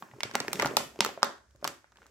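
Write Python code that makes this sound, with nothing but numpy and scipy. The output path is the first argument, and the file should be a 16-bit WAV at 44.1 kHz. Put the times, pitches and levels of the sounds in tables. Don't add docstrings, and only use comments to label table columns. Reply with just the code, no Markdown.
import sys
import numpy as np
from scipy import signal
from scipy.fft import rfft, irfft
from scipy.io import wavfile
from scipy.ndimage import uniform_filter1d

SR = 44100
rng = np.random.default_rng(int(sys.argv[2]) if len(sys.argv) > 2 else 0)


def file_out(sig):
    cols = np.atleast_2d(sig).T
    lim = np.clip(cols, -1, 1)
    pcm = np.round(lim * 32767).astype(np.int16)
    wavfile.write(sys.argv[1], SR, pcm)


def ratio(d):
    e = np.asarray(d, float) / 20
    return 10 ** e


N = 92610

# start_s [s], panel_db [peak dB], panel_hz [Hz], crack_db [peak dB], crack_hz [Hz]
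SNAPS = [(0.2061, -25, 2110, -25.5, 4500), (0.2331, -19, 2230, -13, 4350),
         (0.3127, -32, 1600, -34.5, 4500.0), (0.3533, -16.5, 2130, -13, 4800.0),
         (0.4027, -20.5, 1925, -15, 4170), (0.4817, -21, 1760, -23.5, 5400),
         (0.531, -29.5, 1360, -10, 9300.0), (0.5976, -14, 2010, -19.5, 5140),
         (0.6225, -17.5, 1820, -15.5, 4450), (0.6557, -28.5, 580, -26, 13000.0),
         (0.6592, -16, 824, -18, 4660), (0.6717, -42, 840, -25, 6620), (0.7683, -32.5, 1110, -2, 7400),
         (1.0063, -15.5, 935, -4.5, 3900), (1.0484, -17, 1314, -15.5, 5380),
         (1.062, -21.5, 1300, -21, 4700.0), (1.2304, -5.5, 1214, -4.5, 3600),
         (1.2448, -26.5, 877, -21, 8000.0), (1.6439, -23, 1310, -15.5, 5340),
         (1.6507, -17.5, 1100, -26.5, 5200.0), (1.6764, -26, 1226, -15, 6800.0),
         (1.9209, -51.5, 1250, -53.5, 5340)]
# [s, dB,
# Hz, dB, Hz]
MORE_SNAPS = [(0.0235, -34, 820, -63, 3000), (0.185, -42.5, 370, -62, 3000), (0.2335, -31.5, 580, -28, 7000),
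              (0.252, -34, 380, -50, 3000), (0.295, -42, 820, -55, 3000), (0.338, -38, 330, -36, 4540),
              (0.3536, -14.5, 820, -31, 2430), (0.3545, -31, 330, -22, 12000), (0.4032, -28, 510, -31, 11800),
              (0.517, -53, 680, -63, 2950), (0.5315, -26.5, 830, -25.5, 3470), (0.543, -37.5, 300, -49, 3500),
              (0.5995, -24, 960, -23, 5500), (0.6145, -25.5, 1500, -30.5, 3460), (0.635, -28.5, 700, -33, 3560),
              (0.677, -31.5, 900, -38.5, 3000), (0.7706, -22.5, 1400, -11.5, 4260), (0.804, -27, 800, -42, 4030),
              (1.0435, -48, 900, -28.5, 8000), (1.072, -30.5, 1000, -39, 3000), (1.078, -34.5, 2700, -41, 2700),
              (1.097, -37.5, 1000, -45, 3000), (1.254, -32, 900, -38.5, 4000), (1.268, -36, 830, -41.5, 4000),
              (1.3815, -55, 1500, -51, 3590), (1.6512, -39, 600, -36, 10860), (1.699, -40, 900, -48, 8000),
              (0.342, -46, 1510, -34, 4000), (0.3495, -26.5, 1550, -43, 3000), (0.7683, -27.5, 895, -19, 8600),
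              (1.2312, -38, 2200, -26, 3000), (1.549, -53.5, 345, -73, 2980), (1.048, -42, 890, -17, 12000),
              (1.0615, -31, 880, -31, 13000), (1.958, -51, 1700, -57, 6500), (1.9655, -58.5, 1300, -70.5, 6500),
              (1.981, -58.5, 1900, -74.5, 3000), (1.996, -58, 1200, -67, 6000), (2.025, -64, 1800, -66, 6000),
              (2.040, -58, 1300, -68, 6000), (0.056, -46, 800, -74, 3000), (1.6445, -26, 2000, -30, 9000)]
# start_s [s], level_db [peak dB], pitch_hz [Hz], crack_db [peak dB]
POPS = [(0.0247, -30, 1120, -41.5), (0.1139, -42.5, 1920, -55), (0.1369, -41.5, 820, -63),
        (0.1625, -47, 354, -70), (0.2568, -36.5, 600, -43), (0.3465, -27.0, 1080, -37.5),
        (0.409, -33.5, 277, -35), (0.4484, -32, 727, -41), (0.4826, -25.5, 363, -36.5),
        (0.5566, -39, 393, -27), (0.5922, -26.5, 414, -32.5), (0.6108, -31, 730.0, -33),
        (0.6268, -17, 1180, -27.5), (0.629, -18, 530.0, -28), (0.6473, -15.5, 1420, -36),
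        (0.6656, -22, 1300, -29), (0.7111, -27.5, 416, -43.5), (0.7367, -30, 510.0, -51),
        (0.77, -11.5, 864, -18), (0.9593, -42, 680, -47), (0.9904, -27.0, 386, -35.5),
        (1.0226, -27, 1156, -33.5), (1.0267, -28.5, 880, -36.5), (1.0634, -26, 440, -25.5),
        (1.0903, -29.5, 820, -32.5), (1.1759, -30, 660, -60), (1.2215, -31.5, 920, -37),
        (1.627, -32, 595, -74)]
# start_s [s], level_db [peak dB], pitch_hz [Hz], crack_db [peak dB]
SETTLING_POPS = [
    (1.5509, -53, 557, -74.5),
    (1.8436, -43.5, 1465, -66),
    (1.925, -50.5, 1260, -71),
    (1.971, -53, 1520, -46),
    (1.9856, -49.5, 1240, -71),
    (2.0192, -43, 1460, -61),
    (2.0298, -48.5, 1540, -57),
    (2.0584, -47, 1300, -68.0),
]
# start_s [s], level_db [peak dB], pitch_hz [Hz], crack_db [peak dB]
GIVE = (1.2268, -33.5, 1296.5, -59.5)
# start_s [s], level_db [peak dB], pitch_hz [Hz]
TICKS = [
    (1.5077, -53, 7150),
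    (1.5587, -51.5, 6670),
    (1.5834, -81, 6300),
    (1.6132, -56, 5250),
    (2.0643, -45, 7360),
]
# start_s [s], level_db [peak dB], pitch_hz [Hz]
THUDS = [(0.025, -49.5, 178), (0.135, -46, 124), (0.246, -43, 115), (0.408, -65, 250), (0.548, -36, 176),
         (0.608, -38, 277), (0.649, -27, 274.5), (0.649, -32, 135), (0.798, -42, 201), (0.859, -47, 150),
         (0.349, -35, 237), (1.548, -58, 118.5), (1.007, -30, 205), (1.241, -41, 204.7),
         (1.638, -46.5, 214)]
# time_s [s], level_db [dB]
EFFORT = [(0, -58.5), (.1, -61), (.26, -60.5), (.45, -50.5), (.62, -40.5), (.75, -50), (.9, -61),
          (1.04, -57), (1.2, -63.5), (1.402, -82), (1.6, -73), (1.678, -42), (1.8, -89), (1.941, -77),
          (2.001, -64), (2.1, -66)]
# freq_hz [Hz], density_db [dB per Hz]
RUSTLE_COLOUR = [(80, -9), (200, -2), (400, 0), (1000, -12), (2000, -15), (4000, -20.5)]
# time_s [s], level_db [dB]
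HUM = [(0, -87), (0.501, -78), (.62, -56), (.75, -68), (.9, -62.5), (1.05, -60), (1.2, -87.5),
       (1.482, -56.5), (1.799, -76), (2.05, -59)]
# freq_hz [Hz], level_db [dB]
HISS_COLOUR = [(18, -40), (30, 4), (86, 17), (161, 7), (684, -24.5), (1540, 2.5), (2410, -14), (7270, -2),
               (16000, -35.5)]
# freq_hz [Hz], t60_s [s]
ROOM_T60 = [(100, 0.29), (260, 0.34), (700, 0.35), (1840, .34), (4850, 0.31), (12800, 0.34)]
# freq_hz [Hz], level_db [dB]
ROOM_COLOUR = [(80, -3), (250, 3.5), (800, -1), (2000, 4), (5000, -2), (9000, -3), (15000, -6.5)]
# freq_hz [Hz], likeness [0 to 1]
LIKENESS = [(60, 0.32), (290, 0.77), (640, 0.22), (1410, 0.31), (15000, 0.014)]
# freq_hz [Hz], left_over_right_db [dB]
PORTS = [(60, -1.5), (1000, -.5), (3000, -0.5), (6000, -4.5), (8000, 5.5), (10000, 2), (15000, 10)]

PANEL_CYCLES, PANEL_T60_S, SIDE_PANEL_DB, KICK_DB = 47, 0.042, -9.5, 10
BAG_HZ, BAG_DB, BAG_T60_S = 1020, 4, 0.0081
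RIP_S, FIRST_SLIP = 0.003, 4.16
CRACK_T60_S, CRACK_HISS_DB, CRACK_TOP_DB, CRACK_LOW_HZ = 0.011, -12.5, -1, 1710
AIR_DB, EARLIER_DB = -30.5, -21
RUSTLE_PER_S, RUSTLE_DB, RUSTLE_CYCLES = 2200, -1, 6
FIZZ_PER_S, FIZZ_DB = 20000, -9
THUD_CYCLES, THUD_RISE_S = 8.2, 0.0043
HISS_DB, HUM_HZ, HUM_WIDTH_HZ = -72, 65, 6
ROOM_DB, ROOM_ONSET_S = -10, 0.0011
PORT_LAG_S, SHELL_DIP_HZ, SHELL_DIP_DB = 0.0001, 9300, -5
GAP_S, GAP_LENGTH_S, GAP_DB = 0.5103, 0.0040, -24
RUMBLE_CUT_HZ, CEILING, CUTOFF_HZ = 77, 1.1, 17100


def at_hz(points, hz):
    table = np.array(points)
    return np.interp(np.log(hz), np.log(table[:, 0]), table[:, 1])


def over_time(points):
    s, db = np.transpose(points)
    return np.interp(np.arange(N) / SR, s, db)


def rms_one(x):
    return x / np.sqrt(np.mean(x ** 2) + 1e-20)


def peak_one(x):
    return x / np.abs(x).max()


def butter(x, order, hz, kind="low"):
    return signal.sosfilt(signal.butter(order, hz, kind, fs=SR, output="sos"), x)


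def ring(clicks, hz, t60):
    r = ratio(-60 / (t60 * SR))
    w = 2 * np.pi * min(hz, 18000) / SR
    return signal.lfilter([0, np.sin(w)], [1, -2 * r * np.cos(w), r * r], clicks + 1e-18)


def bands(spectrum, size, t60s=None):
    out, t = 0, np.arange(size) / SR
    edges = 28 * 2 ** np.arange(0, 9.6, 0.5)
    white = rng.standard_normal((2, 2, size))
    for k, (low, high) in enumerate(zip(edges, edges[1:])):
        mid, side = butter(white[k % 2], 2, [low, high], "band")
        hz = np.sqrt(low * high)
        alike = np.clip(at_hz(LIKENESS, hz), 0, 1)
        fall_db = 60 * t / at_hz(t60s, hz) if t60s else 0
        stereo = np.sqrt(1 + alike) * mid + np.sqrt(1 - alike) * side * [[1], [-1]]
        out = out + ratio(at_hz(spectrum, hz) - fall_db) * stereo
    return out


def background():
    t60 = 1.0 / HUM_WIDTH_HZ
    hum = rms_one(ring(ring(rng.standard_normal(N), HUM_HZ, t60), HUM_HZ, t60))
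    hiss = rms_one(bands(HISS_COLOUR, N))
    return ratio(HISS_DB) * hiss + ratio(over_time(HUM)) * hum


def rustle():
    sizes = ratio(4.04 * np.minimum(rng.exponential(1, N), 4)) * rng.choice([-1, 1], N)
    born = rng.random(N) < RUSTLE_PER_S / SR
    dealt = rng.integers(0, 24, N)
    rings = 0
    for k, hz in enumerate(np.geomspace(90, 3200, 24)):
        push = ring(sizes * born * (dealt == k), hz, 5.5 / hz)
        soft = ring(push, hz, RUSTLE_CYCLES / hz)
        rings = rings + ratio(at_hz(RUSTLE_COLOUR, hz)) * np.sqrt(hz) * rms_one(soft)
    specks = np.sign(sizes) * (rng.random(N) < FIZZ_PER_S / SR)
    fizz = ratio(FIZZ_DB) * rms_one(ring(specks, 6800, 0.00054))
    return ratio(over_time(EFFORT) + RUSTLE_DB) * (rms_one(rings) + fizz)


def snap(panel_db, panel_hz, crack_db, crack_hz, chance):
    t = np.arange(2048) / SR
    slips = chance * np.exp(-t / RIP_S) * (np.abs(np.roll(chance, 1)) > 1.9)
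    slips[0] = FIRST_SLIP
    hiss = ratio(CRACK_HISS_DB - 60 * t / CRACK_T60_S) * chance[::-1]
    hiss[0] = -1

    push = butter([slips, t == 0], 1, [panel_hz * 0.5, panel_hz * 8.0], "band")
    push = butter(push, 1, min(panel_hz * 3, 18000))
    t60 = min(PANEL_CYCLES / panel_hz, PANEL_T60_S)
    main = ring(push[0], panel_hz, t60)
    sides = ring(push[0], panel_hz * 0.692, t60) - ring(push[0], panel_hz * 1.54, t60 * 0.77)
    kick = ratio(KICK_DB) * ring(push[0], panel_hz, 5.9 / panel_hz)
    bag = ratio(BAG_DB) * ring(push[0], BAG_HZ, BAG_T60_S)
    panel = ratio(panel_db) * peak_one(main + ratio(SIDE_PANEL_DB) * sides + kick + bag)

    hiss = butter([hiss, t == 0], 2, CRACK_LOW_HZ, "high")
    broad = butter(hiss, 2, min(crack_hz * 1.395, 18000)) + ratio(AIR_DB) * hiss
    top = peak_one(ring(hiss[0], crack_hz, 3.6 / crack_hz))
    crack = ratio(crack_db) * peak_one(peak_one(broad[0]) + ratio(CRACK_TOP_DB) * top)

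    even_panel = np.std(panel) * rms_one(ring(push[1], panel_hz, t60 * 0.037))
    even_crack = np.std(crack) * rms_one(broad[1])
    return panel + crack, even_panel + even_crack


def creases():
    rows = list(SNAPS)
    rows += [(*row, 3500) for row in [*POPS, *SETTLING_POPS, GIVE]]
    rows += [(s + 0.0016, db - 9.5, 1500, db, hz) for s, db, hz in TICKS]
    rows += list(MORE_SNAPS)
    out = np.zeros((3, N + 4096))
    chance = rng.standard_normal((100, 2048))
    for (s, *colour), luck in zip(rows, chance):
        sound, even = snap(*colour, luck)
        start = int(s * SR)
        lag = int(PORT_LAG_S * SR * np.clip(luck[-1], -2, 2))
        out[0, start + lag:start + lag + 2048] += sound
        out[1, start:start + 2048] += sound
        out[2, start:start + 2048] += even
    out[2, :2] += ratio(EARLIER_DB) * np.array([1, -1])
    return out[:2, :N], out[2, :N]


def thuds():
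    out, t = np.zeros(N + 8192), np.arange(8192) / SR
    for s, db, hz in THUDS:
        swell = 1 - np.exp(-t / THUD_RISE_S)
        shape = swell * ratio(-60 * t * hz / THUD_CYCLES) * np.sin(2 * np.pi * hz * t)
        start = int(s * SR)
        out[start:start + 8192] += ratio(db) * peak_one(shape)
    return out[:N]


def room(x):
    size = SR // 2
    onset = 1 - np.exp(-(np.arange(size) / SR / ROOM_ONSET_S) ** 2)
    tail = bands(ROOM_COLOUR, size, ROOM_T60) * onset
    tail /= np.sqrt(np.sum(tail ** 2) / 2)
    return ratio(ROOM_DB) * signal.fftconvolve(tail, x[None], axes=1)[:, :N]


def scene():
    near, sent = creases()
    soft = rustle() + thuds()
    return near + soft + room(sent + soft) + background()


def top_cut(x):
    return signal.sosfilt(signal.butter(12, 17170, fs=SR, output="sos"), x)


def record(dry):
    hz = np.arange(N // 2 + 1) * SR / N + 1
    dip_db = SHELL_DIP_DB * np.exp(-((hz - SHELL_DIP_HZ) / 1000) ** 2)
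    port_db = at_hz(PORTS, hz) / 2 * np.array([[1], [-1]])
    x = irfft(rfft(dry) * ratio(port_db + dip_db), N)
    gap = np.abs(np.arange(N) / SR - GAP_S - GAP_LENGTH_S / 2) < GAP_LENGTH_S / 2
    x = x * uniform_filter1d(np.where(gap, ratio(GAP_DB), 1.0), size=20)
    x = butter(x, 2, RUMBLE_CUT_HZ, "high")
    x = CEILING * np.tanh(x / CEILING)
    x = signal.sosfilt(signal.cheby2(10, 60, CUTOFF_HZ, fs=SR, output="sos"), x)
    return top_cut(x)


dry = scene()
out = record(dry)
file_out(out)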